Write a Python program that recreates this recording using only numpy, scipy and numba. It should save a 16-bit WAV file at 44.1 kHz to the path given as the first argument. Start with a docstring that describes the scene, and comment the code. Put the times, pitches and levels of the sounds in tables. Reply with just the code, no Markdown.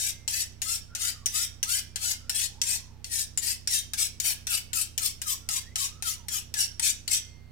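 """In a small room, a serrated kitchen knife is drawn along a thin steel sharpening rod near a phone.
About three times a second the blade lands with a tap, then its teeth and grit rake the rod.
The blade's ringing tones slide in pitch as the contact point moves; a few times one sings on.
The room echoes briefly. Underneath are a low motor throb, soft air and a faint drifting whistle."""
import sys
import numpy as np
from scipy import signal
from scipy.fft import rfft, irfft
from scipy.io import wavfile
from numba import njit

SR = 44100
rng = np.random.default_rng(int(sys.argv[2]) if len(sys.argv) > 2 else 0)


def int16_out(signal):
    """Quantize to a 16-bit WAV file."""
    q = np.round(np.clip(np.atleast_2d(signal).T, -1, 1) * 32767)
    wavfile.write(sys.argv[1], SR, q.astype(np.int16))


N = 331191
TIME = np.arange(N) / SR

# the tones in the motor's throb: (multiple of the turning rate, relative level [dB])
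MOTOR_TONES = [(1, -4), (3, -8), (5, 0), (7, -5.5), (9, -10), (11, -19), (13, -21), (15, -14)]
# the tone colour of the room's air: (frequency [Hz], relative level [dB])
AIR_COLOUR = [(25, -3.5), (50, -2.5), (85, -3.5), (170, -12), (300, -14.5), (500, -19.5), (1000, -27),
              (2000, -28.5), (5000, -34), (9000, -42), (15000, -43.5)]
# faint whistles: (start [s], end [s], start pitch [Hz], end pitch [Hz], relative level [dB])
WHISTLES = [(.88, 1.02, 1390, 1470, -58), (1.08, 1.3, 1360, 1060, -63), (2.17, 2.36, 1260, 1530, -66.5),
            (2.48, 2.72, 720, 1090, -64), (2.76, 3.06, 1150, 745, -68), (5.38, 5.52, 1310, 1450, -73),
            (5.6, 5.77, 1600, 2200, -62), (5.87, 6.06, 1210, 1320, -63.5), (6.14, 6.34, 1090, 730, -66)]
# how much the left microphone is favoured over the right: (frequency [Hz], left minus right [dB])
MIC_BALANCE = [(700, 2.5), (950, -6.5), (1250, 9.5), (1650, 0.5), (2400, 3), (3100, 1), (4500, 9),
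               (5700, -4.5), (6600, 10.5), (7800, 20), (10500, 17.5), (13300, 14), (15500, 4.5)]
# treble aimed at the phone as the blade turns in the hand: (time [s], treble boost [dB])
BLADE_FACING = [(0, 0), (2.2, 1), (2.7, -3.5), (3.2, -0.5), (3.7, -0.5), (4.25, 4.5), (4.7, 1.5),
                (5.2, 2.5), (5.7, -1.5), (6.2, 4), (6.7, -1), (7.15, -3.5)]
# steady resonances of rod and blade: (pitch [Hz], width [Hz], relative level [dB])
STEEL_RESONANCES = [(1650, 70, 2), (2600, 110, 2), (3100, 110, 0), (3730, 70, 0), (4700, 110, 0),
                    (5060, 70, -1), (5630, 110, 3), (6760, 200, -2), (7860, 170, 0), (8510, 110, 0),
                    (9020, 130, -1), (9940, 250, -2), (11000, 170, -1), (13500, 220, -2)]
# the broad tone colour of the steel: (frequency [Hz], relative level [dB])
STEEL_COLOUR = [(400, -35), (700, -21), (890, -15.5), (1070, -24), (1300, -16), (1700, -10.5), (2300, -9.5),
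                (3000, -6.5), (4500, -2), (5700, -0.5), (7800, 2), (10000, 0), (11800, -7.5), (13400, -2),
                (15300, -11)]
# tones left singing as the blade lifts off: (time [s], pitch [Hz], level [dB], time to fade 60 dB [s])
LIFT_RINGS = [(.1, 2100, -58, 1.2), (1.8, 2370, -61, 1.2), (4.3, 1650, -55, .5), (7.2, 2100, -61.5, 2.6),
              (7.2, 4410, -63, 1.4)]
# how fast the blade's bending tone slides, mostly up early on, then down: (time [s], slide [octaves/s])
BEND_SLIDES = [(0, -1), (.7, 1.9), (1.7, 4.5), (2.3, 2), (3.4, -3), (4, -5), (4.7, -3), (5.3, -5.5),
               (6.3, -3.5), (7.2, -3.5)]
# one row per stroke; levels are relative, and fullness is a boost of the lows and mids:
# (landing time [s], tap level [dB], tap's ring pitch [Hz], ring against tap [dB], skid length [s],
#  draw length [s], draw level [dB], skid against draw [dB], fullness [dB], bending pitch [Hz],
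#  bending level [dB])
STROKES = [ (-.04, -23, 6500, -11, 0.06, 0.079, -27, -3, 1.5, 1643, -51),
           (.278, -17.5, 7800, -7.5, 0.072, 0.074, -27, -2, 1.5, 1770, -51),
           (.618, -18.5, 6770, -12, 0.066, 0.075, -27, -4.5, 1.5, 1330, -47),
           (0.9508, -21, 6600, -6, .062, 0.086, -27, -11.5, 3.5, 1323, -49),
           (1.259, -12, 6080, -2.5, 0.088, 0.097, -25.5, -14, 2.5, 1283, -48),
           (1.629, -14, 6250, -6, 0.062, 0.096, -25.5, -15.5, 1, 1460, -44),
           (1.9587, -19.5, 4420, -18.5, 0.062, 0.1, -27, -15, 3, 1390, -51),
           (2.2954, -15.5, 5550, -9, 0.063, 0.095, -25.5, -12.5, 1, 1820, -52.5),
           (2.616, -13.5, 6030, -6.5, 0.065, 0.074, -24.5, -6, -0.5, 1920, -55),
           (3.044, -26.5, 4700, -17.5, 0.081, 0.094, -25.5, -18.5, -1, 1807, -53),
           (3.3746, -13, 7230, -2, .055, 0.094, -26, -25, -1, 1777, -56),
           (3.674, -15.5, 5550, -4.5, 0.039, .076, -24, -13, -0.5, 1890, -48.5),
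           (3.935, -19.5, 6350, -12, .046, 0.072, -24.5, -38, 1.5, 1382, -55),
           (4.2006, -17, 6950, -3, 0.045, .07, -25, -13, 1, 1408, -55.5),
           (4.4695, -20, 6070, -4, 0.033, 0.073, -27, -15, 3.5, 1373, -50),
           (4.7319, -19, 7500, -5, 0.022, 0.074, -26, -18, 1, 1330, -49.5),
           (4.978, -15.5, 6700, -9, 0.048, 0.054, -26, -9, 0.5, 1240, -50.5),
           (5.217, -22, 5170, -15, 0.059, 0.058, -26.5, -17, -0.5, 1172, -47.5),
           (5.489, -18, 5140, -14, 0.032, 0.062, -27, -13, 0, 1155, -47.5),
           (5.757, -17.5, 6400, -9, 0.031, 0.064, -26, -11, 1, 1148, -47.5),
           (6.024, -22, 6660, -9, 0.035, .061, -29, -12, 2, 1321, -46.5),
           (6.2842, -23, 5700, -6, 0.036, .065, -28.5, -16, 4, 1306, -53),
           (6.54, -20, 6130, -18, 0.04, 0.057, -24, -19.5, 1.5, 1604, -46.5),
           (6.796, -17, 8640, -1.5, 0.034, 0.072, -22, -29, 1, 1763, -51.5),
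           (7.078, -18.5, 4530, -6, .035, 0.056, -22, -19, 1, 1780, -58)]

RIGHT_LAG_SAMPLES = 16  # the knife's sound reaches the right microphone this much later


def gain(db):
    """Turn decibels into a number to multiply by."""
    return 10 ** (np.asarray(db) / 20)


def unit_rms(x):
    """Scale a sound so that its average level (rms) is 1."""
    return x / np.sqrt(np.mean(x ** 2))


def unit_energy(x):
    """Scale a sound so that its total energy is 1."""
    return x / np.sqrt(np.sum(x ** 2))


def fade(t, t60):
    """A smooth fade that falls 60 dB in t60 seconds."""
    return np.exp(-np.log(1000) * t / t60)


def add(out, start_s, x):
    """Mix x into out from start_s, dropping what falls outside the scene."""
    i = int(start_s * SR)
    x, i = x[..., max(-i, 0):], max(i, 0)
    out[..., i:i + x.shape[-1]] += x[..., :N - i]


def colour(x, points, size=2048):
    """Shape the tone of x along a curve of (frequency [Hz], level [dB]) points."""
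    hz, db = np.transpose(points)
    curve = gain(np.interp(np.log(np.fft.rfftfreq(size, 1 / SR) + 1), np.log(hz), db))
    # build the filter so that it rings only after a sound, never before it
    cepstrum = irfft(np.log(curve))
    cepstrum[1:size // 2] *= 2
    cepstrum[size // 2 + 1:] = 0
    return signal.fftconvolve(x, irfft(np.exp(rfft(cepstrum))))[:len(x)]


def boost_lows(x, db, corner_hz=4000):
    """Raise or lower the lows and mids."""
    low = signal.sosfiltfilt(signal.butter(2, corner_hz, fs=SR, output="sos"), x)
    return x + (gain(db) - 1) * low


def boost_treble(x, db, corner_hz=10500):
    """Raise or lower the highest treble."""
    high = signal.sosfiltfilt(signal.butter(3, corner_hz, "high", fs=SR, output="sos"), x)
    return x + (gain(db) - 1) * high


@njit
def moving_bandpass(x, hz, width_hz):
    """Let through only a band around a pitch that can change at every sample."""
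    out, band_state, low_state = np.empty(len(x)), 0., 0.
    for i in range(len(x)):
        tuning, damping = np.tan(np.pi * hz[i] / SR), width_hz / hz[i]
        band = (band_state + tuning * (x[i] - low_state)) / (1 + tuning * (tuning + damping))
        band_state = 2 * band - band_state
        low_state += 2 * tuning * band
        out[i] = damping * band
    return out


def resonate(x, start_hz, end_hz, width_hz):
    """Make x ring at a pitch that slides from start_hz to end_hz; narrower rings longer."""
    return moving_bandpass(x + 1e-18, np.linspace(start_hz, end_hz, len(x)), float(width_hz))


def sliding_tones(rows, width_hz):
    """Breathy tones, made of narrowly filtered noise, that swell, slide and fade."""
    out = np.zeros(N)
    for start, end, start_hz, end_hz, db in rows:
        n = int(max(end - start, .02) * SR)
        tone = resonate(rng.standard_normal(SR)[:n], start_hz, end_hz, width_hz)
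        tone = resonate(tone, start_hz, end_hz, 5 * width_hz)
        add(out, start, gain(db) * unit_rms(tone) * np.sin(np.linspace(0, np.pi, n)))
    return out


def room_air(left_db=-56, right_db=-54):
    """Air gives a soft, low rush, partly shared by both sides."""
    shared, left, right = (unit_rms(colour(rng.standard_normal(N), AIR_COLOUR)) for _ in range(3))
    return np.array([gain(left_db) * unit_rms(shared / 2 + left),
                     gain(right_db) * unit_rms(shared / 2 + right)])


def motor(turn_hz=15.7, push_gap_s=.0115, left_db=-57.5, right_db=-45.5):
    """A motor throbs through the desk, stronger on the right."""
    throb = np.zeros(N)
    for multiple, db in MOTOR_TONES:
        hz = multiple * turn_hz
        # each throb is a close pair of pushes, which flips some tones upside down
        flip = np.sign(np.cos(np.pi * hz * push_gap_s))
        throb += gain(db) * flip * np.cos(2 * np.pi * hz * TIME)
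    return unit_rms(throb) * gain([[left_db], [right_db]])


def whistle(boost_db=1.5):
    """A faint whistle comes and goes, drifting in pitch."""
    return gain(boost_db) * sliding_tones(WHISTLES, width_hz=55)


def room_echo(x, echo_db, low_t60=0.39, high_t60=0.26, split_hz=7000):
    """The small room adds a short echo that loses its treble first."""
    t = TIME[:SR]
    noise = rng.standard_normal(SR)
    low = signal.sosfiltfilt(signal.butter(2, split_hz, fs=SR, output="sos"), noise)
    tail = low * fade(t, low_t60) + (noise - low) * fade(t, high_t60)
    tail *= np.clip(t / 0.002, 0, 1)
    return x + signal.fftconvolve(x, gain(echo_db) * unit_energy(tail))[:N]


def paths_to_mics(x, echo_db, path_change=0.1995, nearest_s=0.000895, spread_s=.007, shade_db=-6.5):
    """Sound reaches two microphones directly (shaded on the right) and bounces off hands and desk."""
    x = np.pad(x, (0, SR // 64))
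    i = np.arange(len(x))
    fine = signal.resample_poly(x, 4, 1)  # four points per sample let delays change smoothly
    mics = []
    for direct in (x, gain(shade_db) * np.roll(x, RIGHT_LAG_SAMPLES)):
        echoes = 0
        for distance, way, flip in rng.uniform(0, 1, (10, 3)):
            # each path grows or shrinks as the knife moves, which sweeps the tone colour
            stretch = path_change * np.sign(way - .5) * (.5 + way % .5)
            delay = SR * (nearest_s + spread_s * distance) * (1 + stretch * (i / len(x) - .5))
            bounce = np.interp(4 * (i - delay), np.arange(len(fine)), fine, left=0)
            echoes += np.sign(flip - .5) * (1 - distance / 2) * bounce
        mics.append(unit_energy(direct + gain(echo_db) * unit_energy(echoes) * np.linalg.norm(x)))
    return np.array(mics) * np.linalg.norm(x)


def balance_mics(left, right):
    """The two microphones share the power unevenly at each frequency."""
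    left_share = [(hz, -10 * np.log10(1 + 10 ** (-db / 10))) for hz, db in MIC_BALANCE]
    right_share = [(hz, -10 * np.log10(0.5 + 10 ** (db / 10))) for hz, db in MIC_BALANCE]
    return np.sqrt(2) * np.array([colour(left, left_share), colour(right, right_share)])


def lift_rings():
    """After a few strokes the freed blade sings on with a pure, fading tone."""
    out, t = np.zeros(N), TIME[:SR]
    for start, hz, db, t60 in LIFT_RINGS:
        add(out, start, gain(db) * np.sin(2 * np.pi * hz * t) * fade(t, t60))
    return out


def blade_bending(boost_db=4.5, lead_s=.042, linger_s=0.0038):
    """Each draw makes the blade flex with a low tone whose pitch follows where the rod touches."""
    rows = []
    for lands, _, _, _, skid_s, draw_s, _, _, _, hz, db in STROKES:
        start, end = lands + skid_s - lead_s, lands + skid_s + draw_s + linger_s
        octaves = np.interp(lands, *np.transpose(BEND_SLIDES)) * (end - start)
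        half_slide = 2 ** (octaves / 2)
        rows.append((start, end, hz / half_slide, hz * half_slide, db))
    tone = gain(boost_db) * sliding_tones(rows, width_hz=11.4)
    return np.array([tone, np.roll(tone, RIGHT_LAG_SAMPLES)])


def steel(push, ring_db):
    """Rod and blade answer a push with their steady resonances and bright tone colour."""
    ringing = sum(gain(db) * resonate(push, hz, hz, width) for hz, width, db in STEEL_RESONANCES)
    return colour(gain(ring_db) * ringing + push, STEEL_COLOUR)


def tap(tap_db, ring_hz, ring_db, fullness_db, boost_db=20, usual_db=-18.5, dulling=0.41):
    """Steel lands on steel: a crack, a short clang and one stronger ring, all damped by the hands."""
    t = TIME[:4096]
    crack, clang = rng.standard_normal((2, len(t)))
    push = unit_energy(clang * fade(t, t60=0.11)) + gain(1.5) * unit_energy(crack * fade(t, t60=0.013))
    ring = resonate(push, ring_hz, ring_hz, width_hz=420)
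    ring = unit_energy(resonate(ring, ring_hz, ring_hz, width_hz=1700))
    body = unit_energy(steel(push, ring_db=-26.5))
    body = boost_lows(body, fullness_db + 3 + dulling * (usual_db - tap_db))  # lighter taps are duller
    knock = unit_energy(body + gain(ring_db) * ring)
    return gain(tap_db + boost_db) * boost_treble(knock, -5)


def pressure(skid_s, draw_s, skid_db, bite_s=0.025, arch_db=2.64, lift_s=0.0603, lift_db_per_s=511.5):
    """How hard the blade presses, in dB: it skids lightly, bites, peaks mid-draw and lifts off."""
    t = np.arange(0, skid_s + draw_s + lift_s, 1 / SR)
    skidding = np.clip((skid_s - t) / bite_s, 0, 1)
    drawn = np.clip((t - skid_s) / draw_s, 0, 1)
    lifted_s = np.maximum(t - skid_s - draw_s, 0)
    return skid_db * skidding - arch_db * (2 * drawn - 1) ** 2 - lift_db_per_s * lifted_s


def sliding_blade(push, count=70, slide=0.149, width_hz=55):
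    """The blade grows on one side of the rod and shrinks on the other, so its tones slide both ways."""
    detunes, ways, flips = rng.uniform(-1, 1, (count, 3)).T
    pitches = np.linspace(2050, 15000, count) + 130 * detunes
    half_slides = slide * (np.sign(ways) + ways) / 4
    return sum(np.sign(flip) * resonate(push, hz * (1 - half), hz * (1 + half), width_hz)
               for hz, half, flip in zip(pitches, half_slides, flips))


def scrape(press_db, fullness_db, tooth_hz=330, tooth_db=-3, judder_hz=110, judder_db=1.37, dulling=0.31):
    """Teeth catch unevenly and grit rasps along the rod, setting the steel ringing."""
    n = len(press_db)
    grit, grain, gaps, sizes, wobble = rng.standard_normal((5, SR // 2))
    catches = (np.cumsum(np.exp(.45 * gaps)) * SR / tooth_hz).astype(int)
    catches = catches[catches < n]
    teeth = np.zeros(n)
    teeth[catches] = gain(5.5 * np.tanh(sizes[:len(catches)]))
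    rasp = grit[:n] * gain(6.4 * np.tanh(grain[:n]))
    push = unit_rms(rasp) + gain(tooth_db) * unit_rms(teeth)
    sound = unit_rms(steel(unit_rms(sliding_blade(push)) + unit_rms(push), ring_db=-5))
    sound = boost_lows(sound, fullness_db - 1 - dulling * press_db)  # lighter contact is duller
    judder = np.interp(TIME[:n] * judder_hz, np.arange(len(wobble)), wobble)
    return sound * gain(press_db + judder_db * judder)


def knife_strokes():
    """Each stroke taps, scrapes and flexes the blade; the treble rises and falls as the blade turns."""
    out = blade_bending()
    for lands, tap_db, ring_hz, ring_db, skid_s, draw_s, draw_db, skid_db, fullness_db, _, _ in STROKES:
        draw = gain(draw_db) * scrape(pressure(skid_s, draw_s, skid_db), fullness_db)
        add(out, lands, paths_to_mics(draw, echo_db=4))
        knock = tap(tap_db, ring_hz, ring_db, fullness_db)
        add(out, lands, paths_to_mics(knock, echo_db=-3))
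    return boost_treble(out, np.interp(TIME, *np.transpose(BLADE_FACING)))


def scene():
    """The knife, earlier and brighter on the left, sounds in the room over the quiet background."""
    left, right = knife_strokes() + lift_rings()
    knife = balance_mics(room_echo(left, echo_db=-15.5), room_echo(right, echo_db=-6.5))
    return knife + whistle() + room_air() + motor()


def record(dry, cutoff_hz=15900):
    """The phone cuts off the very highest treble."""
    return signal.sosfilt(signal.ellip(10, .2, 70, cutoff_hz, fs=SR, output="sos"), dry)


dry = scene()
out = record(dry)
int16_out(out)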